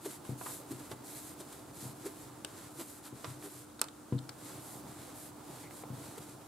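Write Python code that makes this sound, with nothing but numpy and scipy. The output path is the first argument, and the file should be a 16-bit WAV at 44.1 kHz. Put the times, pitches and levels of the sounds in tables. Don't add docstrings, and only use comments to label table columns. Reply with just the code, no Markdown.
import sys
import numpy as np
from scipy import signal
from scipy.fft import rfft, irfft
from scipy.io import wavfile
from scipy.ndimage import uniform_filter1d

SR = 44100
rng = np.random.default_rng(int(sys.argv[2]) if len(sys.argv) > 2 else 0)


def to_wav(s):
    ch = np.atleast_2d(s).T
    pcm = np.round(np.clip(ch, -1, 1) * 32767)
    wavfile.write(sys.argv[1], SR, pcm.astype(np.int16))


N = 285327
TIME = np.arange(N) / SR

# (start [s], push length [s], push level [dB],
# pause [s], draw length [s], draw level [dB])
TURNS = [(0.039, 0.11, -54, 0.12, 0.039, -60.5), (.40, .19, -49.5, 0.047, 0.25, -62),
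         (1.068, .25, -52, .05, 0.25, -63), (1.763, .14, -53.5, 0.079, .29, -61),
         (2.497, 0.2, -59.5, 0.037, .25, -57), (3.17, 0.18, -58, 0.069, 0.21, -58),
         (4.405, 0.2, -56.5, 0.023, .16, -56), (4.884, 0.22, -58.5, 0.063, 0.11, -55.5),
         (5.467, .19, -59, 0.074, 0.073, -58), (5.963, .2, -58, 0.049, 0.11, -61.5)]
# (frequency [Hz], relative level [dB])
FLOUR_COLOUR = [(1200, -7.5), (2000, -6.5), (2800, -9.5), (4000, -4.5), (5800, -7), (7600, 0), (10300, -1),
                (12500, -2.5), (14500, -13.5), (16000, -39)]
# (time [s], level [dB])
BALL_WEIGHT = [(0.0, -58.5), (0.36, -57), (1.67, -57.5), (2.65, -57.5), (2.88, -60.5), (3.37, -58.5),
               (3.82, -61.5), (4.25, -58.5), (4.54, -56), (5.32, -57), (5.98, -56), (6.47, -58.5)]
# (frequency [Hz], relative level [dB])
DRAG_COLOUR = [(25, -29), (50, -12), (75, -5), (125, 5.5), (170, 1), (230, 3.5), (320, 7), (400, 2.5),
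               (500, -0.5), (900, 1), (1350, -9.5), (1900, -22.5), (3500, -19), (7000, -21)]
# (time of peak [s], half length [s], rasp level [dB],
# groan level [dB], groan pitch [Hz])
SCUFFS = [(0.061, 0.01, -49.5, -37, 310.7), (0.111, 0.0092, -57, -51, 304),
          (0.718, 0.012, -54.5, -40.5, 331), (0.801, 0.019, -63, -51, 310), (0.919, 0.017, -56, -51, 374),
          (1.407, 0.012, -55, -48, 378), (1.527, 0.007, -57.5, -55, 300), (2.066, 0.016, -52, -38.5, 335),
          (2.808, 0.019, -50.5, -43, 352), (3.064, 0.027, -57, -70, 334), (3.451, 0.024, -55.5, -48, 340),
          (6.183, .0065, -56, -46, 418.6)]
# (frequency [Hz], relative level [dB])
RASP_COLOUR = [(250, -42), (600, 14.5), (1400, 12), (2000, 5), (4000, 4), (7000, -23), (14000, -24)]
# (time [s], level [dB], contact [ms], time until the hand damps the counter [s])
THUMPS = [(0.2913, -33.5, 2.7, .05), (0.715, -41.5, 3.3, .04), (0.924, -45, 3.2, .015),
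          (1.826, -41.5, 2.8, .08), (3.126, -44, 2.5, .03), (3.273, -35.5, 7.1, .05),
          (4.123, -26, 2.73, .055), (5.9013, -36, 3.3, .05)]
# (frequency [Hz], level [dB], time to fall 60 dB [s])
COUNTER_MODES = [(102, -16, 0.29), (127.7, 0, 0.5), (155.6, -9.5, 0.41), (199.6, -6.5, 0.18),
                 (233, -2.5, 0.18), (276, -8.5, 0.49), (314, -13.5, 0.11), (339, -7, 0.24),
                 (375, -12, 0.12), (477, -5, 0.19), (623, -24, .04), (870, -15, .04)]
# (time [s], level [dB], pitch [Hz], fade [s], crispness [dB])
SMACKS = [(0.2511, -38, 860, 0.0022, -20), (.412, -35, 970, 0.0049, -26), (0.4604, -36, 1050, 0.01, -27),
          (0.501, -42.5, 1100, 0.0053, -18), (.9145, -37, 1020, 0.0074, -11),
          (3.2429, -35, 1070, .010, -11), (3.4245, -47, 2000, 0.0036, -13), (5.708, -43, 1690, .0033, -24),
          (5.836, -32.5, 725, 0.0026, -40)]
# (time [s], length [s], level [dB], pitch [Hz])
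SQUEAKS = [(4.178, 0.016, -51.5, 3800), (5.62, 0.076, -61, 2140)]
# (time [s], level [dB], time
# to fall 60 dB [s], pitch [Hz], brightness [dB per octave], left minus right [dB])
TICKS = [(2.4476, -25.5, 0.011, 3600, -3.5, 3.5), (3.7935, -38.5, 0.018, 4130, -6.5, 6),
         (3.8151, -14, 0.0097, 10400, -0.3, -4.5), (3.8413, -35, 0.012, 4600, 1, 2),
         (3.885, -39.5, 0.016, 3500, -4, 4), (4.189, -42, .018, 3940, -5, 2),
         (4.24, -53, 0.0099, 5000, -4, 0), (4.292, -34.5, 0.022, 4530, -5, 3)]
# (frequency [Hz], relative level [dB])
TICK_COLOUR = [(50, -21), (200, -7), (500, -11), (830, -15), (1300, 0), (1800, -9), (2800, -10.5),
               (5000, 0.5), (6400, -9), (8200, 4), (9200, -1), (10200, -6), (12000, -9), (15500, -13)]
# (frequency [Hz], relative level [dB])
AIR_COLOUR = [(20, -38), (50, -6.5), (110, -5.5), (175, -6), (260, 0.5), (330, 0), (450, -7.5),
              (900, -11.5), (1400, -10.5), (1900, -24), (5800, -24.5), (8200, -19.5), (11300, -24),
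              (15000, -33)]
# (frequency [Hz], level [dB])
HUM_TONES = [(100, -72.5), (300, -59.5), (824, -81)]
# (frequency [Hz], left-right difference gain [dB])
STEREO_WIDTH = [(60, -4.5), (250, -7), (450, -0.5), (1000, -2), (1800, -4.5), (5500, -1), (8000, 2),
                (15000, 1)]

OVERLAP_S, SWELL_POWER = 0.031, 0.27
NEUTRAL_DB, BRIGHT_PER_DB, DRAW_BRIGHT_DB = -55, 0.55, 3.5
CREEP_DB = -5.5
FLUTTER_DB, FLUTTER_PER_S = 1.4, 25
DRAG_DB, LUMPS_DB, DRAG_SLOPE, LOAD_DB = 2, -4, 2.15, -57.5
PUFF_DB, GRIP_DB, SLIP_JITTER = 5.5, 3.5, .2
GROAN_HZ = 342
SLAP_DB, SLAP_HZ, SLAP_FADE_S = -19.5, 910, 0.018
CRACKLE_DB, CRACKLES_PER_S = 1.5, 900
TICK_ATTACK_S, TICK_COUNTER_DB = 0.00014, -33
KNOCK_DB, KNOCK_HZ, KNOCK_FADE_S = -14.5, 836, 0.0044
AIR_DB = -55
ROOM_T60_S, ROOM_DB = 0.26, -16
TOP_HZ = 15500


def sliding():
    slips = stereo(grains(16000, 0.48), grains(16000, 1.6), side_db=-5.5, pan_db=-0.5)
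    slips = slips * undb(FLUTTER_DB * walk(FLUTTER_PER_S))
    out = colour(slips, FLOUR_COLOUR, tilt_db=-4.5) * undb(weight_db() + CREEP_DB)
    for start, push_s, push_db, pause_s, draw_s, draw_db in TURNS:
        push = start, push_s, push_db, 0
        draw = start + push_s + pause_s, draw_s, draw_db, DRAW_BRIGHT_DB
        for s, length, db, light_db in (push, draw):
            begin = max(s - OVERLAP_S, 0)
            end = s + length + OVERLAP_S
            stroke = slips[:, int(begin * SR):int(end * SR)]
            speed = unit(np.hanning(stroke.shape[1]) ** SWELL_POWER)
            tilt_db = BRIGHT_PER_DB * (db - NEUTRAL_DB) + light_db
            hiss = colour(stroke, FLOUR_COLOUR, tilt_db)
            add(out, begin, undb(db) * hiss * speed)
    return out


def dragging():
    t = TIME[:SR // 8]
    rubbing = stereo(grains(7000, 0.5), grains(7000, 0.92), side_db=-7.5, pan_db=-4.0)
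    rustle = colour(rubbing, DRAG_COLOUR)
    loaded_ring = counter(t) * np.exp(-t / 0.023)
    nudges = signal.fftconvolve(grains(90, 0.64), loaded_ring)[:N]
    lumps = colour(nudges, [(130, -3.5), (380, -11), (650, -23), (1500, -40)])
    load_db = LOAD_DB + DRAG_SLOPE * (weight_db() - LOAD_DB)
    waver_db = walk(30)
    return (rustle + undb(LUMPS_DB) * lumps) * undb(load_db + DRAG_DB + waver_db)


def weight_db():
    return np.interp(TIME, *np.transpose(BALL_WEIGHT))


def scuffs():
    out = np.zeros((2, N))
    rasp = colour(grains(3500, 2.1), RASP_COLOUR)
    flour = colour(stereo(grains(6000, 1.55), grains(6000, 1.2), side_db=-11), FLOUR_COLOUR)
    friction = rasp + undb(PUFF_DB) * flour
    slip_time = np.cumsum(1 + SLIP_JITTER * walk(550)) / SR
    grip = undb(GRIP_DB * walk(300))
    for s, half, rasp_db, groan_db, hz in SCUFFS:
        near = abs(TIME - s) < 6 * half
        swell = 1 / np.cosh((TIME[near] - s) / half * np.sqrt(2))
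        slipping = np.sin(2 * np.pi * hz * slip_time[near]) * grip[near]
        groan = burst(resonate(slipping, GROAN_HZ, 1.14), swell)
        out[:, near] += undb(groan_db) * groan + undb(rasp_db) * swell * friction[:, near]
    return out


def thumps():
    out, t = np.zeros((2, N)), TIME[:SR // 2]
    ring = counter(t)
    for s, db, contact_ms, hold in THUMPS:
        push = np.hanning(max(int(contact_ms * SR / 1000), 4))
        damping = undb(np.interp(t, [hold, hold + 0.015], [0, -9]))
        blow = signal.fftconvolve(ring, push / push.sum())[:len(t)] * damping
        add(out, s, undb(db) * stereo(blow, 0, 0, pan_db=5.0))
        add(out, s, pop(db + SLAP_DB, SLAP_HZ, SLAP_FADE_S, crisp_db=-18))
    return out


def counter(t):
    ring = sum(undb(db) * np.cos(2 * np.pi * hz * t) * undb(-60 * t / t60)
               for hz, db, t60 in COUNTER_MODES)
    return signal.sosfilt(signal.butter(3, 88, "high", fs=SR, output="sos"), ring)


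def smacks():
    out = np.zeros((2, N))
    for s, db, hz, fade, crisp_db in SMACKS:
        add(out, s, pop(db, hz, fade, crisp_db))
    return out


def pop(db, hz, fade, crisp_db):
    t = TIME[:SR // 8]
    crackle = undb(CRACKLE_DB * walk(CRACKLES_PER_S)[:len(t)])
    pops = stereo(*rng.standard_normal((2, len(t))), side_db=-6, pan_db=-3.2) * crackle
    hollow_colour = [(hz / 16, -34), (hz / 4, -10), (hz / 2, -3), (hz * 1.14, 0), (hz * 2, -14), (hz * 8, -40)]
    hollow = colour(pops, hollow_colour)
    edge = resonate(resonate(pops, 4200, 0.61), 3200, 1.0)
    envelope = np.exp(-t / fade) * (1 - np.exp(-t / 0.00066))
    return undb(db) * burst(hollow + undb(crisp_db) * edge, envelope)


def squeaks():
    out = np.zeros((2, N))
    for s, length, db, hz in SQUEAKS:
        slips = rng.standard_normal(int(length * SR))
        chirp = resonate(resonate(slips, hz, 5.4), hz, 5.4)
        add(out, s, undb(db) * chirp * np.sqrt(np.hanning(len(slips))))
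    return out


def ticks():
    out, t = np.zeros((2, N)), TIME[:SR // 16]
    for s, db, t60, hz, bright_db, pan_db in TICKS:
        contact = stereo(*rng.standard_normal((2, len(t))), side_db=-3.5, pan_db=pan_db)
        crack = colour(contact, TICK_COLOUR, bright_db)
        ring = resonate(contact, hz, 7.7)
        envelope = undb(-60 * t / t60) * (1 - np.exp(-t / TICK_ATTACK_S))
        add(out, s, undb(db) * burst(crack + undb(-4.0) * ring, envelope))
        add(out, s, undb(db + TICK_COUNTER_DB) * counter(t) * np.exp(-t / .014))
        add(out, s, pop(db + KNOCK_DB, KNOCK_HZ, KNOCK_FADE_S, crisp_db=-1))
    return out


def room(x):
    t = TIME[:SR // 2]
    wash_colour = [(100, -16.5), (1200, -4.5), (4000, -16.5), (15000, -24)]
    tail = colour(rng.standard_normal((2, len(t))), wash_colour)
    tail *= undb(-60 * t / ROOM_T60_S) * (t > .004)
    echo = unit(tail) / np.sqrt(len(t))
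    return undb(ROOM_DB) * signal.fftconvolve(x, echo, axes=1)[:, :N]


def kitchen():
    air = colour(stereo(*rng.standard_normal((2, N)), side_db=-1.5), AIR_COLOUR)
    hum = np.zeros(N)
    for hz, db in HUM_TONES:
        level = undb(db + 0.59 * walk(3.92)) * np.sqrt(2)
        hum += level * np.sin(2 * np.pi * hz * TIME + 0.1 * walk(4))
    return undb(AIR_DB) * air + hum


def undb(db):
    return 10 ** (np.asarray(db) / 20)


def unit(x):
    return x / np.sqrt(np.mean(x ** 2))


def equalise(x, points, tilt_db=0):
    octave = np.log2(np.maximum(np.fft.rfftfreq(x.shape[-1], 1 / SR), 1))
    hz, db = np.transpose(points)
    slope_db = tilt_db * np.maximum(octave - np.log2(1000), 0)
    gain = undb(np.interp(octave, np.log2(hz), db) + slope_db)
    return irfft(rfft(x) * gain, x.shape[-1])


def colour(x, points, tilt_db=0):
    return unit(equalise(x, points, tilt_db))


def resonate(x, hz, q):
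    return unit(signal.lfilter(*signal.iirpeak(hz, max(q, .5), fs=SR), x))


def burst(x, envelope):
    return unit(x * envelope) * np.sqrt(np.mean(envelope ** 2))


def walk(rate):
    k = int(SR / rate)
    steps = np.repeat(rng.standard_normal(N // k + 2), k)
    return unit(uniform_filter1d(steps, k)[:N])


def grains(rate, spread_db):
    hits = rng.random(N) < rate / SR
    strength = undb(spread_db * rng.exponential(size=N))
    return unit(hits * rng.standard_normal(N) * strength)


def stereo(mid, side, side_db, pan_db=0):
    sign = np.array([[1], [-1]])
    return (mid + sign * undb(side_db) * side) * undb(sign * pan_db / 2)


def add(out, s, sound):
    i = int(s * SR)
    out[:, i:i + sound.shape[-1]] += sound[..., :N - i]


def scene():
    work = sliding() + dragging() + scuffs() + thumps() + smacks() + squeaks() + ticks()
    return work + room(work) + kitchen()


def record(dry):
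    left, right = dry
    side = equalise((left - right) / 2, STEREO_WIDTH)
    pair = stereo((left + right) / 2, side, 0)
    thin = signal.sosfilt(signal.butter(2, 45, "high", fs=SR, output="sos"), pair)
    return signal.sosfilt(signal.ellip(8, .2, 80, TOP_HZ, fs=SR, output="sos"), thin)


dry = scene()
out = record(dry)
to_wav(out)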